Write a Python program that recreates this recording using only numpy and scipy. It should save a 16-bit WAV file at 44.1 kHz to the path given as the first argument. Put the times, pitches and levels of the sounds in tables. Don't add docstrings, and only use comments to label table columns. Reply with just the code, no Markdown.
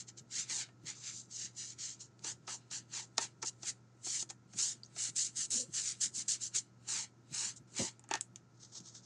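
import sys
import numpy as np
from scipy import signal
from scipy.fft import rfft, irfft, next_fast_len
from scipy.io import wavfile

SR = 44100
rng = np.random.default_rng(int(sys.argv[2]) if len(sys.argv) > 2 else 0)


def wrap_up_sound(samples):
    columns = np.atleast_2d(samples).T
    tamed = np.clip(columns, -1, 1)
    steps = np.round(tamed * 32767).astype(np.int16)
    wavfile.write(sys.argv[1], SR, steps)


N = 399501
TIME = np.arange(N) / SR

# (frequency [Hz], relative density [dB per Hz])
AIR_SPECTRUM = [(18, -57), (30, -22.5), (59, -20), (86, -11), (132, -4.5), (169, -5.5), (333, -10),
                (523, -19), (1030, -21), (1200, -27.5), (1360, -21.5), (1660, -26), (3260, -36),
                (6740, -29), (12000, -62.5), (15600, -88), (22000, -120)]
AIR_DB = -67.5
# (frequency [Hz], rms level [dB])
HUM_TONES = [(120, -65.5), (191, -77), (335, -80.5), (1300, -83), (1395, -85.5)]

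# (start [s], length [s], attack [s], release [s], rasp level [dB],
# swell from start to end [dB], then over the rasp: scrape from pressure [dB],
# fizz from speed [dB], hollow ring of the loose sheet [dB])
STROKES = [(0, 0.013, 0.0056, 0.012, -45, -4, -13, -12, -31),
           (0.079, 0.0084, 0.0072, 0.012, -51.5, 7, -12, -35, -27),
           (0.182, 0.0053, 0.0077, 0.011, -50, 1, -14.5, -28, -27),
           (0.319, 0.077, 0.0094, 0.026, -41.5, 13, -9.5, -11.5, -40),
           (0.506, 0.11, 0.012, 0.017, -39, -2, -8.0, -9.5, -24.5),
           (0.874, 0.026, 0.012, 0.022, -44, 1.5, -6.5, -13.5, -23.5),
           (0.96, 0.087, 0.015, 0.027, -55.5, -2, -22, -25, -21),
           (1.059, 0.063, 0.024, 0.02, -46.5, -5, -6, -16, -31),
           (1.154, 0.032, 0.024, 0.032, -47, 1.5, -28, -13, -38),
           (1.321, 0.13, 0.014, 0.022, -45, 6.5, -13, -16.5, -38),
           (1.58, 0.13, 0.012, 0.022, -46, -6.5, -15.5, -13.5, -41.0),
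           (1.794, 0.12, 0.007, 0.024, -44.5, -2, -11.5, -16, -36),
           (2.012, 0.025, 0.01, 0.023, -50.5, -9.5, -20, -16, -24),
           (2.258, 0.053, 0.014, 0.015, -42.5, -0.5, -11, -9.5, -16),
           (2.492, 0.05, 0.006, 0.019, -42.5, 0, -8, -10, -12.5),
           (2.717, 0.058, 0.004, 0.017, -44, 0.5, -8, -9, -22.5),
           (2.944, 0.076, 0.015, 0.022, -44.5, -4.5, -9, -12.5, -17),
           (3.214, 0.021, 0.0093, 0.019, -39.5, -2.5, -7.5, -8, -15),
           (3.451, 0.039, 0.0035, 0.006, -39, 5.5, -17.5, -11, -32),
           (3.662, 0.033, 0.021, 0.012, -40, 7.5, -11.5, -7, -29.0),
           (4.052, 0.17, 0.011, 0.008, -40, 2, -14.5, -7, -33.5),
           (4.596, 0.12, 0.015, 0.019, -36.5, -9.5, -14.5, -7, -28.5),
           (5, 0.095, 0.019, 0.008, -40, -4.5, -12.5, -4.5, -30),
           (5.162, 0.088, 0.0039, 0.024, -35, -3, -16, -6, -45),
           (5.369, 0.081, 0.0082, 0.01, -38, -1.5, -18.5, -6.5, -33.5),
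           (5.507, 0.1, 0.0028, 0.021, -36.5, -3, -18.5, -3.5, -35),
           (5.749, 0.085, 0.011, 0.04, -39, -5, -13.5, -6, -30.5),
           (5.855, 0.052, 0.015, 0.02, -39.5, 1, -11, -5.5, -47),
           (6.015, 0.041, 0.0056, 0.018, -34, -5, -18, -5.5, -34),
           (6.153, 0.063, 0.0091, 0.012, -40.5, -1.5, -18, -6, -35.0),
           (6.282, 0.06, 0.001, 0.016, -34.0, -6, -13.5, -7, -43),
           (6.42, 0.053, 0.011, 0.012, -41.5, -2, -17.0, -7.5, -38.0),
           (6.553, 0.032, 0.0061, 0.014, -34, -4, -14, -7.0, -37),
           (6.893, 0.14, 0.0094, 0.014, -39.5, -7.5, -8.0, -7, -20.0),
           (7.348, 0.14, 0.014, 0.019, -40, -1.5, -9.0, -5.5, -20),
           (7.566, 0.012, 0.0049, 0.0062, -53.5, -2, -37, -6, -33.0),
           (7.793, 0.079, 0.024, 0.019, -40, -5.0, -7.0, -7, -17.5)]
ARCH_DB = 3
ONSET_POWER, FADE_POWER = 2.63, 2.66
GRAZE_DB, GRAZE_S = -29.5, 0.068
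# (frequency [Hz], relative density [dB per Hz])
RASP_SPECTRUM = [(500, -45), (2400, -32.5), (2900, -12.5), (3450, -14), (4100, -6), (5300, -3), (6400, 3.5),
                 (7300, 2.5), (8100, -10), (9000, -20), (10500, -50.5), (12500, -56)]
# (frequency [Hz], relative density [dB per Hz])
SCRAPE_SPECTRUM = [(100, -45), (300, -7.5), (520, -6.5), (680, -37), (1150, -12), (1500, 1), (1800, 3),
                   (2150, 3.5), (2500, 1.5), (2900, 3), (3500, 1), (4200, 6.5), (5500, -1.5), (8000, -70)]
# (frequency [Hz], relative density [dB per Hz])
FIZZ_SPECTRUM = [(1000, -62), (6000, -21.5), (7300, 4.5), (8100, 3.5), (9000, -5), (10000, -12),
                 (11000, -26), (12600, -46.5)]
# (frequency [Hz], relative density [dB per Hz])
HOLLOW_SPECTRUM = [(100, -28.5), (400, -11), (520, -4.5), (680, -13.5), (820, 1), (940, 2.5), (1100, -8),
                   (1350, -23), (3000, -41.5)]
SLIDE_FROM_HZ, SLIDE_TO_HZ = 1310, 844

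# (frequency [Hz], width [Hz], relative level [dB])
TABLE_MODES = [(121, 15, -5.5), (247, 26, 14), (314, 26, -10.5), (378, 26, -4), (502, 12, -5.5)]
# (start [s], length [s], attack [s], release [s],
# level [dB], swell [dB], higher judder over that level [dB])
DRAGS = [(5.535, 0.023, 0.015, 0.013, -50, -1, -20), (7.795, 0.042, 0.0016, 0.012, -40, -6, -3)]
# (time [s], level [dB])
ARM_BUMPS = [(0.204, -50.5), (0.831, -51), (1.135, -56), (1.435, -56.5), (5.083, -51), (5.527, -58),
             (6.05, -54), (6.17, -50), (6.285, -65), (7.309, -46), (7.794, -33), (8.417, -64), (8.797, -53)]
# (frequency [Hz], relative density [dB per Hz])
BUMP_SPECTRUM = [(30, -49.5), (80, -6.5), (130, 3.5), (230, -1.5), (400, -13), (1000, -45)]

# (time [s], snap level [dB], knock level [dB], centre of the snap [Hz])
CLICKS = [(0.6888, -49, -58, 1600), (2.193, -45.5, -76, 4470), (3.1813, -11, -32, 4760),
          (3.244, -29, -56, 6500), (4.2261, -26.5, -53, 6640), (4.3015, -38, -73, 6800),
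          (4.3063, -26.5, -56, 7000), (7.9946, -39, -67, 8300), (8.04, -45, -59, 7000),
          (8.090, -36, -55, 8150), (8.1119, -23.5, -32, 5760), (8.1386, -16, -30.5, 5300),
          (8.1543, -23, -38.5, 5470), (8.2101, -16.5, -65, 8160), (8.3593, -31, -62, 5660),
          (8.803, -41, -75, 6200), (8.954, -52, -73, 5700)]
# (frequency [Hz], relative density [dB per Hz])
SNAP_SPECTRUM = [(100, -29), (600, -33), (1500, 0), (3000, 2.5), (5300, -4.5), (7000, 5), (8500, -5.5),
                 (10500, -14), (12600, -36.5)]
# (frequency [Hz], relative density [dB per Hz])
KNOCK_SPECTRUM = [(60, -49), (250, -2), (390, 6.5), (540, -2.5), (840, 7.5), (1080, 1), (1320, 3),
                  (2000, -4), (2630, 0.5), (3600, -13), (7000, -50)]
# (frequency [Hz], relative level [dB], t60 [s])
WOOD_MODES = [(413, 2, 0.07), (816, -9.5, 0.052), (926, -6, 0.089), (1355, -9, 0.06), (1600, -14.5, 0.18),
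              (1720, -15, 0.22), (1823, 1, 0.14), (1940, -6, 0.07), (2560, -11, 0.1), (3600, -3, .06),
              (4400, 2, 0.037)]

# (time [s], brush level [dB], knock level [dB])
PATS = [(2.245, -34.5, -52.5), (2.478, -38.5, -46.5), (2.712, -39, -61.5), (3.181, -29.5, -44),
        (3.428, -31.5, -44), (3.632, -39, -55.5), (4.065, -44, -53), (4.3, -36.5, -56), (4.535, -46.5, -64),
        (4.963, -43, -57), (6.886, -45, -69)]
# (time [s], pitch [Hz], level [dB])
SQUEAKS = [(4.8336, 4670, -38.5), (4.8415, 4660, -53.5), (4.8485, 5700, -51.5), (4.861, 6500, -49)]
# (start [s], length [s], attack [s], release [s],
# level [dB], swell [dB], pitch [Hz])
GROANS = [(5.581, 0.056, .008, 0.012, -55.5, 0, 252.5)]
# (start [s], length [s], attack [s], release [s],
# level [dB], swell [dB])
BUCKLES = [(8.111, 0.059, 0.006, 0.02, -48, -4)]
# (frequency [Hz], relative density [dB per Hz])
CRUMPLE_SPECTRUM = [(300, -28), (800, -8), (1200, -2), (1650, 9), (2100, -2), (2700, -4), (4500, -7),
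                    (7000, -9), (11000, -36)]
# (start [s], length [s], attack [s], release [s], level [dB], swell [dB])
RUSTLES = [(8.632, 0.016, 0.019, 0.011, -55.5, 1.5), (8.745, .035, 0.016, 0.0097, -49, 8.5),
           (8.857, 0.027, 0.0067, 0.014, -52.5, 5), (8.955, 0.0085, 0.009, 0.019, -52.5, -3),
           (9.048, .02, 0.01, .015, -53, 10)]
# (frequency [Hz], relative density [dB per Hz])
RUSTLE_SPECTRUM = [(1500, -11.5), (2600, -20.5), (3400, -5.5), (4600, 0), (6300, 5.5), (7200, 1),
                   (8500, -10.5), (11000, -46)]

# (frequency [Hz], t60 [s])
ROOM_DECAY = [(200, 0.14), (1500, 0.18), (7000, 0.06), (12000, 0.24)]
EDGE_HZ = 12700


def amp(db):
    return 10 ** (np.asarray(db) / 20)


def evened(x):
    return x / np.sqrt(np.mean(x ** 2) + 1e-20)


def read(points, hz):
    f, value = np.transpose(points)
    return np.interp(np.log(hz + 1), np.log(f), value)


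def add(mix, s, sound):
    part = mix[max(round(s * SR), 0):][:len(sound)]
    part += sound[:len(part)]


def ring(points, size=4096):
    log_gain = np.log(amp(read(points, abs(np.fft.fftfreq(size, 1 / SR)))))
    response = np.fft.ifft(np.exp(np.conj(signal.hilbert(log_gain)))).real[:size // 2]
    return response / np.linalg.norm(response)


def colour(x, points):
    return signal.oaconvolve(x, ring(points))[:len(x)]


def wander(hz):
    size = next_fast_len(N, real=True)
    spectrum = rfft(rng.standard_normal(size))
    spectrum *= np.exp(-(np.fft.rfftfreq(size, 1 / SR) / hz) ** 2)
    return evened(irfft(spectrum, size)[:N])


def puff(rise, t60, size=6000):
    t = np.arange(size) / SR
    return rng.standard_normal(size) * (1 - np.exp(-t / rise)) * np.exp(-np.log(1000) * t / t60)


def slips(per_s, spread_db, clump_db, clump_hz, smooth_share):
    size = amp(spread_db * np.minimum(rng.exponential(1, N), 4))
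    clicks = size * rng.choice([-1, 1], N) * (rng.random(N) < per_s / SR)
    hiss = rng.standard_normal(N)
    mixed = np.sqrt(1 - smooth_share) * evened(clicks) + np.sqrt(smooth_share) * hiss
    return evened(mixed * amp(clump_db * wander(clump_hz)))


def movement(start, length, attack, release, level_db, swell_db, follow=1., reach=.12):
    t = np.arange(-reach, length + reach, 1 / SR)
    along = np.clip(t / length, 0, 1)
    before, after = np.maximum(-t, 0), np.maximum(t - length, 0)
    edges = 1 / (1 + (before / attack) ** ONSET_POWER + (after / release) ** FADE_POWER)
    graze = amp(GRAZE_DB) * np.exp(-((before + after) / GRAZE_S) ** 2)
    speed = amp(-ARCH_DB * (2 * along - 1) ** 2) * np.hypot(edges, graze)
    gain = amp(level_db + swell_db * (along - .5)) * speed ** follow
    return start - reach, gain[max(round((reach - start) * SR), 0):]


def effort(rows, index=None, follow=1., swell_db=0.):
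    power = np.zeros(N)
    for row in rows:
        extra_db = 0 if index is None else row[index]
        s, gain = movement(*row[:4], row[4] + extra_db, row[5] + swell_db, follow)
        add(power, s, gain ** 2)
    return np.sqrt(power)


def background(waver=0.26):
    sound = amp(AIR_DB) * evened(colour(rng.standard_normal(N), AIR_SPECTRUM))
    for hz, db in HUM_TONES:
        phase = 2 * np.pi * hz * TIME + waver * hz / HUM_TONES[0][0] * wander(5.5)
        sound += amp(db) * np.sqrt(2) * np.sin(phase)
    return sound


def resonate(x, hz, width_hz):
    turn, r = np.exp(2j * np.pi * np.cumsum(hz) / SR), np.exp(-np.pi * width_hz / SR)
    smooth = signal.lfilter([(1 - r) ** 2], [1, -2 * r, r * r], x / turn)
    return 2 * (turn * smooth).real


def sliding(width_hz=320.0):
    times = [s for start, length, *_ in STROKES for s in (start, start + length)]
    hz = np.interp(TIME, np.maximum.accumulate(times), [SLIDE_FROM_HZ, SLIDE_TO_HZ] * len(STROKES))
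    return evened(resonate(rng.standard_normal(N), hz, width_hz))


def off_the_hand(x, echo_db=-9.5, delay=0.0009, sway=0.253):
    late = delay * np.exp(sway * wander(2.99))
    return x + amp(echo_db) * np.interp(TIME - late, TIME, x)


def rubbing(scrape_db=-.5, hollow_db=-1.5, slide_db=-5.0):
    catch = slips(per_s=1500, spread_db=-1.0, clump_db=1.64, clump_hz=135, smooth_share=0.81)
    fine = slips(per_s=2300, spread_db=2.0, clump_db=-0.1, clump_hz=140, smooth_share=0.49)
    drag = slips(per_s=2500, spread_db=3.0, clump_db=0.4, clump_hz=112, smooth_share=0.57)
    pressure = amp(2.8 * wander(13)) * effort(STROKES, index=6, follow=0.81, swell_db=2.0)
    speed = effort(STROKES, index=7, follow=0.98, swell_db=-1.2)
    looseness = effort(STROKES, index=8, follow=0.94, swell_db=2.5)
    rasp = colour(catch * effort(STROKES, follow=1.053, swell_db=0.6), RASP_SPECTRUM)
    scrape = amp(scrape_db) * colour(drag * pressure, SCRAPE_SPECTRUM)
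    fizz = colour(fine * speed, FIZZ_SPECTRUM)
    sheet = amp(hollow_db) * colour(catch, HOLLOW_SPECTRUM) + amp(slide_db) * sliding()
    return off_the_hand(rasp + scrape + fizz + sheet * looseness)


def tabletop(bump_db=4.0, rub_db=-79.5, weight_db=-72.5, size=8192):
    t = np.arange(size) / SR
    modes = [amp(db) * width * np.exp(-np.pi * width * t) * np.cos(2 * np.pi * hz * t)
             for hz, width, db in TABLE_MODES]
    push = rng.standard_normal(N)
    low, high = (evened(signal.oaconvolve(push, half.sum(0))[:N])
                 for half in np.array_split(np.array(modes), 2))
    stroking = evened(effort(STROKES) ** 0.21 * amp(4.8 * wander(15)))
    judder = effort(DRAGS, index=6, swell_db=-7.)
    drone = low * effort(DRAGS) + high * (judder + amp(rub_db) * stroking)
    arm = amp(weight_db) * evened(rng.standard_normal(N) * amp(5.5 * wander(18)))
    for s, level in ARM_BUMPS:
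        add(arm, s, amp(level + bump_db) * puff(rise=0.0066, t60=0.091))
    lowpass = signal.butter(2, 800, fs=SR, output="sos")
    return signal.sosfilt(lowpass, drone) + colour(arm, BUMP_SPECTRUM)


def clicks(snap_db=11.5, chatter_db=-18.0, settle_db=-35.5, knock_db=-1.0, wood_db=-9.0,
           scuff_db=-41.0, scuff_lead=0.0055, width_hz=1880.0, size=12000):
    snap, knock = np.zeros((2, N))
    for s, level, low, hz in CLICKS:
        burst = amp(chatter_db) * puff(rise=.0001, t60=0.013) + amp(settle_db) * puff(rise=0.0023, t60=0.11)
        burst[0] += 1
        pitched = signal.lfilter(*signal.iirpeak(hz, hz / width_hz, SR), burst)
        add(snap, s, amp(level + snap_db) * pitched)
        add(snap, s - scuff_lead, amp(level + snap_db + scuff_db) * puff(rise=0.0027, t60=0.017))
        add(knock, s, amp(low) * puff(rise=0.000085, t60=0.046))
    t = np.arange(size) / SR
    modes = sum(amp(db - 60 * t / t60) * np.sin(2 * np.pi * hz * t) for hz, db, t60 in WOOD_MODES)
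    ringing = signal.oaconvolve(knock, modes / np.linalg.norm(modes))[:N]
    knocking = amp(knock_db) * colour(knock, KNOCK_SPECTRUM)
    return colour(snap, SNAP_SPECTRUM) + knocking + amp(wood_db) * ringing


def pats(touch_db=-2.0, brush_db=5.0, pat_db=7.0, lead=.011):
    brush, knock = np.zeros((2, N))
    for s, high, low in PATS:
        add(brush, s - lead, amp(high + touch_db) * puff(rise=0.015, t60=0.069))
        add(brush, s - .002, amp(high + brush_db) * puff(rise=0.0029, t60=0.028))
        add(knock, s - .001, amp(low + pat_db) * puff(rise=0.0021, t60=0.067))
    return colour(brush, RUSTLE_SPECTRUM) + colour(knock, KNOCK_SPECTRUM)


def squeaks(length=0.0046, rough=0.043, scuff_db=-22.0):
    out, t = np.zeros(N), np.arange(0, length, 1 / SR)
    for s, hz, db in SQUEAKS:
        turns = np.cumsum(hz * (1 + rough * rng.standard_normal(len(t)))) / SR
        swell = np.sin(np.pi * np.sqrt(t / length)) ** 2
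        add(out, s, amp(db) * swell * np.sin(2 * np.pi * turns))
        add(out, s, amp(db + scuff_db) * colour(puff(rise=.0005, t60=0.16), RUSTLE_SPECTRUM))
    return out


def groaning(octave_db=4.5, jitter=0.058):
    out, unsteady = np.zeros(N), wander(60)
    for *shape, hz in GROANS:
        s, gain = movement(*shape)
        phase = 2 * np.pi * np.cumsum(hz * (1 + jitter * unsteady[:len(gain)])) / SR
        add(out, s, gain * (np.sin(phase) + amp(octave_db) * np.sin(2 * phase)))
    return out


def buckling():
    creases = slips(per_s=950, spread_db=6.0, clump_db=2.5, clump_hz=120, smooth_share=0.41)
    return colour(creases * effort(BUCKLES), CRUMPLE_SPECTRUM)


def rustling():
    crinkle = slips(per_s=1400, spread_db=0.5, clump_db=2.5, clump_hz=80, smooth_share=0.72)
    return colour(crinkle * effort(RUSTLES, follow=0.64), RUSTLE_SPECTRUM)


def room(x, near_db=-13.5, near_t60=0.061, tail_db=-17.0, size=20000):
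    near, far = rng.standard_normal((2, size)) * (rng.random((2, size)) < 3000 / SR)
    delay = np.arange(size) / SR
    near = near * np.exp(-np.log(1000) * delay / near_t60) * (delay > .0006)
    hz, t, bands = signal.stft(far * (delay > .005), SR, nperseg=256)
    decay = np.exp(-np.log(1000) * t / read(ROOM_DECAY, hz)[:, None])
    far = signal.istft(bands * decay, SR, nperseg=256)[1][:size]
    response = amp(near_db) * near / np.linalg.norm(near) + amp(tail_db) * far / np.linalg.norm(far)
    return x + signal.oaconvolve(x, response)[:N]


def scene():
    strokes = rubbing() + tabletop()
    touches = clicks() + pats() + squeaks() + groaning()
    ending = buckling() + rustling()
    return (background() + room(strokes + touches + ending))[None]


def record(dry, bass_hz=45.):
    highpass = signal.butter(2, bass_hz, "highpass", fs=SR, output="sos")
    thin = signal.sosfilt(highpass, dry)
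    band_limit = signal.firwin(511, EDGE_HZ, window=("kaiser", 9), fs=SR)
    return signal.oaconvolve(thin, band_limit[None], "same")


dry = scene()
out = record(dry)
wrap_up_sound(out)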